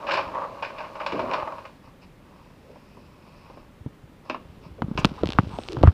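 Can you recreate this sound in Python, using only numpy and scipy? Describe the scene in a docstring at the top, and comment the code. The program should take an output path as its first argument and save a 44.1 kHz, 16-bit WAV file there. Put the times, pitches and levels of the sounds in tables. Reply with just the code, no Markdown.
"""Turning a newspaper page

In a small archive room a large page is lifted, buckles with soft snaps and settles on a bound volume.
A hand slides faintly over the newsprint and something hard clacks on the wooden stand.
Then a camera is handled: dry thumps, knocks and ticks come through its case, and skin rubs on it."""
import sys
import numpy as np
from scipy import signal
from scipy.fft import rfft, irfft, next_fast_len
from scipy.io import wavfile
from scipy.ndimage import uniform_filter1d, minimum_filter1d, map_coordinates

SR = 44100
rng = np.random.default_rng(int(sys.argv[2]) if len(sys.argv) > 2 else 0)


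def master(y):
    """Save y as 16-bit WAV."""
    cut = np.clip(np.atleast_2d(y).T, -1, 1)
    pcm = np.round(cut * 32767)  # scale
    wavfile.write(sys.argv[1], SR, pcm.astype(np.int16))


N = 261821

# The gesture of the page turn (time [s], motion level [dB])
PAGE_MOTION = [(0.0, -40.5), (0.16, -32), (0.274, -35.5), (0.576, -43), (0.876, -44.5), (1.046, -41),
               (1.208, -33.5), (1.302, -32), (1.372, -35.5), (1.528, -44), (1.658, -52), (1.8, -82)]
# Hard bends of the sheet (start [s], hold [s], relative crinkle [dB], relative flap [dB])
BENDS = [(0.07, 0.11, -27, -33), (0.34, 0.091, -52, -31.5), (0.62, 0.0067, -29.5, -44),
         (0.773, 0.053, -43, -39.5), (0.994, 0.014, -36, -44), (1.085, 0.089, -38.5, -51),
         (1.309, 0.031, -32, -31.5), (1.375, 0.048, -45, -33.5), (1.633, 0.007, -64, -55)]
# Paper colours: hollow flap, crisp crinkle, sharp bite, low whoosh (frequency [Hz], gain [dB])
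FLAP_EQ = [(250, -18.5), (430, -11.5), (520, 0.5), (600, 7), (710, -5), (880, 4), (1130, 6), (1350, -8),
           (1600, -14), (2000, -17), (3000, -28)]
CRINKLE_EQ = [(900, -34), (1500, 6), (1950, -5), (2400, 3.5), (2850, 0.5), (3250, -11.5), (4200, -15.5),
              (5300, -15.5), (6200, -30.5), (7500, -42)]
BITE_EQ = [(2900, -8), (3500, 2), (4300, 2.5), (5300, -2.5), (6200, -20), (7500, -18), (8800, -30)]
AIR_EQ = [(45, -19), (100, -10.5), (150, -9.5), (320, -3.5), (450, -6.5), (650, -1), (1500, -92)]
# Faint, high background hiss (frequency [Hz], gain [dB])
HISS_EQ = [(4000, 15), (8000, -1.5), (15000, -7.5)]
def page():
    """The moving sheet flaps and pushes air; bends crinkle it; its fall ends in a whoosh."""
    motion, = gains(PAGE_MOTION)
    motion = motion * envelope(0, attack=0.002, hold=PAGE_MOTION[-1][0], t60=0.053)
    speed = motion / motion.max()
    crinkle = amp(-44) * speed ** 0.65
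    flap = amp(-0.5) * motion
    for start, hold, crinkle_db, flap_db in BENDS:
        bend = envelope(start, attack=0.0059, hold=hold, t60=0.31)
        crinkle = np.hypot(crinkle, amp(crinkle_db) * bend)
        flap = np.hypot(flap, amp(flap_db) * bend)
    flutter = unit(amp(1.5 * wobble(rate=55)))
    sheet = flap * rustle(FLAP_EQ, rate=700, smooth=0.82)
    brightness = amp(-24.5) * (crinkle / crinkle.max()) ** 0.067  # harder bends bite a little more
    bite = brightness * rustle(BITE_EQ, rate=1200, smooth=1)
    creases = amp(-6) * crinkle * (rustle(CRINKLE_EQ, rate=450, smooth=1) + bite)
    # the background hiss is a little louder during the page turn
    background_hiss = amp(-60) * speed ** 0.28 * unit(coloured(rng.standard_normal(N), HISS_EQ))
    # the falling page squeezes out the air beneath it
    fall = amp(-31) * envelope(start=1.12, attack=0.014, hold=0.097, t60=0.3)
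    whoosh = np.hypot(amp(-7) * motion, fall) * rustle(AIR_EQ, rate=320, smooth=1)
    return flutter * (sheet + creases) + background_hiss + whoosh


# Buckling accents (time [s], relative level [dB], treble against body [dB])
SNAPS = [(0.068, -20, -7.5), (0.089, -14.5, -21), (0.117, -16, -0.5), (0.137, -12.5, -5.5),
         (0.173, -12.5, -8.5), (0.189, -12, -22), (0.348, -19.5, -30), (0.418, -20, -35),
         (0.624, -15, -10.5), (0.647, -25.5, 0), (0.784, -24.5, -3.5), (0.804, -23.5, -7), (0.953, -26, -8),
         (1.003, -16.5, -16), (1.063, -14, -5), (1.121, -19, -5), (1.193, -16, -10), (1.254, -26, -33),
         (1.315, -18, -20), (1.335, -11.5, -9.5), (1.474, -17.5, -24), (1.521, -23.5, -17),
         (1.583, -27, -11), (1.653, -27.5, -5)]
def snaps():
    """Each buckle is a burst that rattles out across the sheet; the sharper it is, the more it bites."""
    out = np.zeros(N)
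    t = np.arange(SR // 6) / SR
    fade = decay(t, t60=0.06) + 0.28 * decay(t, t60=0.31)
    for start, db, treble_db in SNAPS:
        body, edge, bite = [unit(coloured(fade * rng.standard_normal(len(t)), eq))
                            for eq in (FLAP_EQ, CRINKLE_EQ, BITE_EQ)]
        bite_db = min(6.5 + 0.74 * (db + treble_db), -1)
        snap = body + amp(treble_db) * (edge + amp(bite_db) * bite)
        add(out, start, amp(db - 21) * unit(snap))
    return out


# Hard hits on the camera (time [s], contact level [dB], contact pitch [Hz], body level [dB],
# body pitch [Hz], click level [dB])
KNOCKS = [(3.8619, -22, 228, -21, 143, -60), (4.8206, -12.5, 1050, -13, 240, -30.5),
          (5.0470, -3, 1150, -11, 176, 7), (5.2344, -8, 428, -15.5, 192, -22),
          (5.3869, 0.5, 1080, -8.5, 126, -30), (5.3973, -21, 1150, -19, 120, -41),
          (5.587, -16, 660, -48, 203, -27), (5.769, -19.5, 1040, -18.5, 115, -38),
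          (5.8355, -1.5, 560, -5, 83.5, -22.5), (5.874, -11, 1110, 1.5, 83.6, -29)]
def knocks():
    """A hard contact clicks and knocks, then the whole camera body swings after it."""
    out = np.zeros(N)
    body_lag_s = 0.00045
    for start, db, hz, body_db, body_hz, click_db in KNOCKS:
        contact = amp(db) * blow(hz, cycles=0.43, rattle_db=-25)
        add(out, start, contact + amp(click_db) * click(hz=2900))
        add(out, start + body_lag_s, amp(body_db) * blow(body_hz, cycles=0.5, rattle_db=-26.5))
    return out


# Soft, bassy bumps (time [s], level [dB], pitch [Hz])
THUMPS = [(0.268, -35.5, 78), (1.43, -37.5, 78.5), (3.809, -34, 91), (4.037, -36.5, 119),
          (4.496, -38.5, 92), (4.664, -31, 143), (4.715, -34, 75), (4.842, -18, 148), (4.883, -22.5, 215),
          (4.913, -17, 187), (4.989, -17, 159), (5.116, -21, 200), (5.259, -19, 138), (5.29, -19, 260),
          (5.4313, -24.5, 152), (5.4674, -25, 92), (5.5352, -29, 135), (5.8515, -7.5, 115)]
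def thumps():
    """Soft low thumps: first the page's draught on the microphone, later fingertips on the case."""
    out = np.zeros(N)
    for start, db, hz in THUMPS:
        add(out, start, amp(db) * blow(hz, cycles=0.4, rattle_db=-28.5))
    return out


# Boxy colour of the rattle (frequency [Hz], gain [dB])
RATTLE_EQ = [(200, 16.5), (450, 3.5), (750, -1), (1200, 0.5), (1700, -15), (2200, -10.5), (3200, -13),
             (5500, -47)]
def blow(hz, cycles, rattle_db):
    """One damped swing with a brief rattle; the higher the pitch, the brighter the rattle."""
    t = np.arange(SR // 8) / SR
    rattle = unit(coloured(burst(t, t60=0.038), RATTLE_EQ))
    rattle = filtered(rattle, lambda f: 1 / (1 + 1j * f / (2 * hz)))
    return pulse(hz, cycles) + amp(rattle_db) * rattle


def pulse(hz, cycles):
    """A heavily damped swing whose envelope peaks after the given number of cycles."""
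    turns = np.arange(SR // 8) / SR * hz
    return -turns / cycles * np.exp(1 - turns / cycles) * np.sin(2 * np.pi * turns)


# Clear plastic ticks (time [s], relative level [dB], pitch [Hz])
TICKS = [(5.0537, -6.5, 3900), (5.2576, -21.5, 3300), (5.2727, -17.5, 3320), (5.2894, -20, 2800),
         (5.3041, -18, 3450), (5.3222, -17, 3230), (5.3332, -20, 3260), (5.6358, -27.5, 3570),
         (5.6866, -17, 2900), (5.7218, -24.5, 4300), (5.7316, -23.5, 4080), (5.8306, -19.5, 2900)]
def ticks():
    """The case slips as the grip tightens: a few clear ticks among fainter random ones."""
    out = np.zeros(N)
    faint = [(rng.uniform(5.25, 5.87), rng.normal(-36.5, 3), 3800 * amp(rng.normal(0, 2)))
             for _ in range(8)]
    for start, db, hz in list(TICKS) + faint:
        add(out, start, amp(db - 1.5) * click(hz))
    return out


def click(hz):
    """Plastic slips: a tiny click with a dull push and a trace of fizz."""
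    t = np.arange(SR // 8) / SR
    fizz_eq = [(900, -10), (1600, 9), (4200, 5.5), (7000, -21), (10500, -12.5)]
    fizz = coloured(burst(t, t60=0.0058), fizz_eq)
    push = amp(-4.5) * pulse(hz=910, cycles=0.22)
    slip = pulse(hz, cycles=0.44) + push + amp(-10.5) * fizz / np.abs(fizz).max()
    return filtered(slip, lambda f: lowpass(f, corner_hz=8300, damping=1.1))


# Fingers shifting on the camera (time [s], relative pressure [dB], relative sliding [dB])
GRIP = [(4.4, -54.5, -68), (4.796, -48.5, -71.5), (4.932, -39, -63), (5.038, -32, -47.5),
        (5.15, -43.5, -54.5), (5.282, -37.5, -52.5), (5.732, -44.5, -53.5), (5.814, -30.5, -55),
        (5.93, -38, -60)]
# Low, middle and high colours of the grip (frequency [Hz], gain [dB])
RUMBLE_EQ = [(25, -2.5), (70, 3), (170, -7), (300, -8.5), (600, -21.5)]
RUB_EQ = [(200, -10.5), (400, 1.5), (550, -0.5), (750, -2.5), (1100, -1), (1600, -8.5), (3000, -60)]
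SKIN_EQ = [(1500, -1.5), (2700, 7), (3800, 3.5), (5400, -2), (6500, -12), (8000, -15), (10000, -22)]
def grip():
    """Skin creeps over the case: pressure makes a lumpy rumble, sliding a hiss, and both a dull rub."""
    pressure, sliding = gains(GRIP)
    rumble = amp(2) * pressure * rustle(RUMBLE_EQ, rate=120, smooth=0.44)
    rub = amp(-3) * np.sqrt(pressure * sliding) * rustle(RUB_EQ, rate=510, smooth=0.57)
    hiss = amp(-0.7) * sliding * rustle(SKIN_EQ, rate=1400, smooth=0.39)
    return rumble + rub + hiss


# Short scuffs, a clack's hissing tail and a knock's rattle (midpoint [s], length [s], level [dB], pitch [Hz],
# bandwidth [Hz])
RUBS = [(2.702, 0.18, -54, 482, 179), (4.796, 0.046, -46.5, 480, 160), (4.996, 0.045, -51.5, 5660, 2600),
        (5.188, 0.044, -44.5, 1010, 450), (5.549, .12, -45.5, 980, 320), (5.607, 0.35, -69, 8300, 1100),
        (5.656, 0.38, -66.5, 5300, 2200), (5.746, 0.16, -37.5, 352, 140), (5.833, .01, -30.5, 1030, 550),
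        (5.874, .08, -39, 1220, 690)]
def rubs():
    """Skin and cuff catch and rub, a hard tap on the stand trails off in a hiss, and the heaviest knock on the
    camera rattles; each is a band of noise that swells and fades."""
    out = np.zeros(N)
    for middle, length, db, hz, width in RUBS:
        swell = np.hanning(int(length * SR))
        band = filtered(rng.standard_normal(len(swell)), lambda f: abs(resonance(f, hz, width)) ** 2.03)
        add(out, middle - length / 2, amp(db) * unit(band * swell))
    return out


# Hard taps on the stand (time [s], relative level [dB], brightness [dB])
CLACKS = [(2.757, -41, -27), (2.969, -40, -32), (3.497, -39, -20.5), (3.571, -39, -23), (4.297, -20.5, -13),
          (4.344, -25, -18), (4.975, -19, -10.5)]
# The stand's woody ring (frequency [Hz], bandwidth [Hz], gain [dB])
STAND_MODES = [(265, 93, -8), (576, 102, -4.5), (1027, 122, -0.5), (1720, 410, -13.5), (2310, 370, -8),
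               (2750, 300, -3.5), (3850, 560, -12), (5200, 740, -10)]
def clacks():
    """A contact and its softer chatter ring the wooden stand; soft contacts leave the high modes still."""
    def wood(f):
        return sum((-1) ** k * amp(db) * resonance(f, hz, width)
                   for k, (hz, width, db) in enumerate(STAND_MODES))

    out = np.zeros(N)
    t = np.arange(SR // 6) / SR
    for start, db, brightness_db in CLACKS:
        chatter = filtered(burst(t, t60=0.075), lambda f: 1 / (1 + 1j * f / 2200))
        contact = (t == 0) + 0.16 * chatter
        corner_hz = 9500 * amp(0.89 * brightness_db)
        ring = filtered(contact, lambda f: wood(f) * lowpass(f, corner_hz, damping=1.3))
        add(out, start + 0.001095, amp(db - 15.5) * unit(ring))
    return out


# Palm strokes (midpoint [s], length [s], relative rub [dB], relative hiss [dB])
STROKES = [(1.862, 0.1, -51.5, -65.5), (2.035, 0.052, -51, -58.5), (2.39, 0.36, -53, -69),
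           (2.94, 1, -59, -66.5), (3.45, 0.51, -51.5, -64), (4.293, 0.12, -45, -62), (4.652, .08, -49, -60)]
# Dry whisper of skin on paper (frequency [Hz], gain [dB])
PALM_EQ = [(1200, -34), (2000, -13.5), (2550, 2.5), (3300, -17), (4400, -9.5), (5300, -6), (6300, -26),
           (9000, -56)]
def palm_slide():
    """A palm drags lightly across newsprint; each stroke swells and fades."""
    rub, hiss = np.zeros(N), np.zeros(N)
    for middle, length, rub_db, hiss_db in STROKES:
        swell = np.sqrt(np.abs(np.hanning(int(length * SR))))
        add(rub, middle - length / 2, amp(rub_db) * swell)
        add(hiss, middle - length / 2, amp(hiss_db) * swell)
    rub *= amp(-4) * rustle(FLAP_EQ, rate=480, smooth=0.33)
    hiss *= amp(1) * rustle(PALM_EQ, rate=3500, smooth=0.3)
    return rub + hiss


# A tight room, lingering most in the bass (frequency [Hz], time to fall 60 dB [s])
ROOM_T60 = [(200, 0.4), (1000, 0.16), (3000, 0.2), (10000, 0.19)]
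def in_room(x, wet_db):
    """Adds the short tail of a room full of shelves, at unchanged power."""
    hz, t, noise = signal.stft(rng.standard_normal(SR // 2), SR, nperseg=256)
    fade = decay(t, along(ROOM_T60, hz)[:, None])
    build_up = 1 - np.exp(-t / 0.017)
    _, tail = signal.istft(noise * fade * build_up, SR, nperseg=256)
    wet = signal.fftconvolve(x, tail / np.linalg.norm(tail))[:N]
    return (x + amp(wet_db) * wet) / np.hypot(1, amp(wet_db))


# The dark bed under everything (frequency [Hz], gain [dB])
ROOM_TONE_EQ = [(12, -21.5), (20, 0), (80, -5), (116, -5), (180, -4), (219, -6), (439, -14), (597, -14),
                (649, -20.5), (811, -19), (1070, -19.5), (1410, -23.5), (2540, -27.5), (6360, -40.5),
                (15500, -45.5)]
def room_tone():
    """Steady ventilation and a little microphone hiss."""
    return amp(-50) * unit(coloured(rng.standard_normal(N), ROOM_TONE_EQ))


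def rustle(eq, rate, smooth):
    """Tiny slips of random size, rate a second, over a smooth share of friction noise; rms 1."""
    slips = (rng.random(N) < rate / SR) * rng.standard_normal(N)
    return unit(coloured(unit(slips) + smooth * rng.standard_normal(N), eq))


def amp(db):
    """Decibels to gain."""
    return 10 ** (np.asarray(db) / 20)


def unit(x):
    """Scaled to rms 1."""
    return x / np.sqrt(np.mean(x ** 2) + 1e-20)


def along(points, hz):
    """Reads (frequency [Hz], value) points on a log axis."""
    freqs, values = np.transpose(points)
    return np.interp(np.log(hz + 1), np.log(freqs + 1), values)


def gains(rows):
    """One fader curve for each dB column, silent before the first row."""
    times, *columns = np.transpose(rows)
    return [amp(np.interp(np.arange(N) / SR, times, db, left=-120)) for db in columns]


def decay(t, t60):
    """Falls 60 dB every t60 seconds."""
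    return amp(-60 * t / t60)


def burst(t, t60):
    """White noise that dies away."""
    return rng.standard_normal(len(t)) * decay(t, t60)


def envelope(start, attack, hold, t60):
    """A straight rise, a hold and an exponential release, all in seconds."""
    t = np.arange(N) / SR - start
    return np.clip(t / attack, 0, 1) * decay(np.maximum(t - attack - hold, 0), t60)


def wobble(rate):
    """A smooth random curve, rate knots a second."""
    knots = rng.standard_normal(int(N * rate / SR) + 4)
    return map_coordinates(knots, [np.arange(N) * rate / SR])


def resonance(f, hz, width):
    """Band-pass response of one mode."""
    return 1j * f * width / (hz ** 2 - f ** 2 + 1j * f * width)


def lowpass(f, corner_hz, damping):
    """Response of a two-pole treble roll-off."""
    return 1 / (1 + 1j * damping * f / corner_hz - (f / corner_hz) ** 2)


def filtered(x, response):
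    """x through a complex frequency response."""
    size = next_fast_len(len(x) + SR // 4)
    return irfft(rfft(x, size) * response(np.fft.rfftfreq(size, 1 / SR)), size)[:len(x)]


def coloured(x, eq, size=4096):
    """x through a causal filter with the given EQ curve, falling away steeply beyond its ends."""
    hz = np.fft.rfftfreq(size, 1 / SR) + 1
    skirts = np.minimum(hz / eq[0][0], 1) * np.minimum(eq[-1][0] / hz, 1)
    cepstrum = irfft(np.log(amp(along(eq, hz)) * skirts ** 3 + 1e-6))
    cepstrum[1:size // 2] *= 2  # minimum phase keeps attacks sharp
    cepstrum[size // 2 + 1:] = 0
    impulse = irfft(np.exp(rfft(cepstrum)))
    return signal.fftconvolve(x, impulse)[:len(x)]


def add(track, start, sound):
    """Mixes a sound into the track at start seconds."""
    part = track[round(start * SR):][:len(sound)]
    part += sound[:len(part)]


def scene():
    """Paper and stand sound through the room; thumps and handling reach the microphone dry."""
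    paper = in_room(page() + palm_slide() + snaps(), wet_db=-9.5)
    stand = in_room(clacks(), wet_db=-10.5)
    close_up = rubs() + thumps() + knocks() + ticks() + grip()
    return (paper + stand + close_up + room_tone())[None]


def record(dry):
    """The microphone sheds deep bass, a fast limiter holds the hardest knocks, and the top is cut off."""
    low_cut_hz, top_hz, limiter_samples = 42, 15550, 41
    x = filtered(dry[0], lambda hz: hz / np.hypot(hz, low_cut_hz))
    safe_gain = 1 / np.maximum(np.abs(x), 1)
    gain = uniform_filter1d(minimum_filter1d(safe_gain, limiter_samples), limiter_samples)
    return filtered(x * gain, lambda hz: hz < top_hz)[None]


dry = scene()
out = record(dry)
master(out)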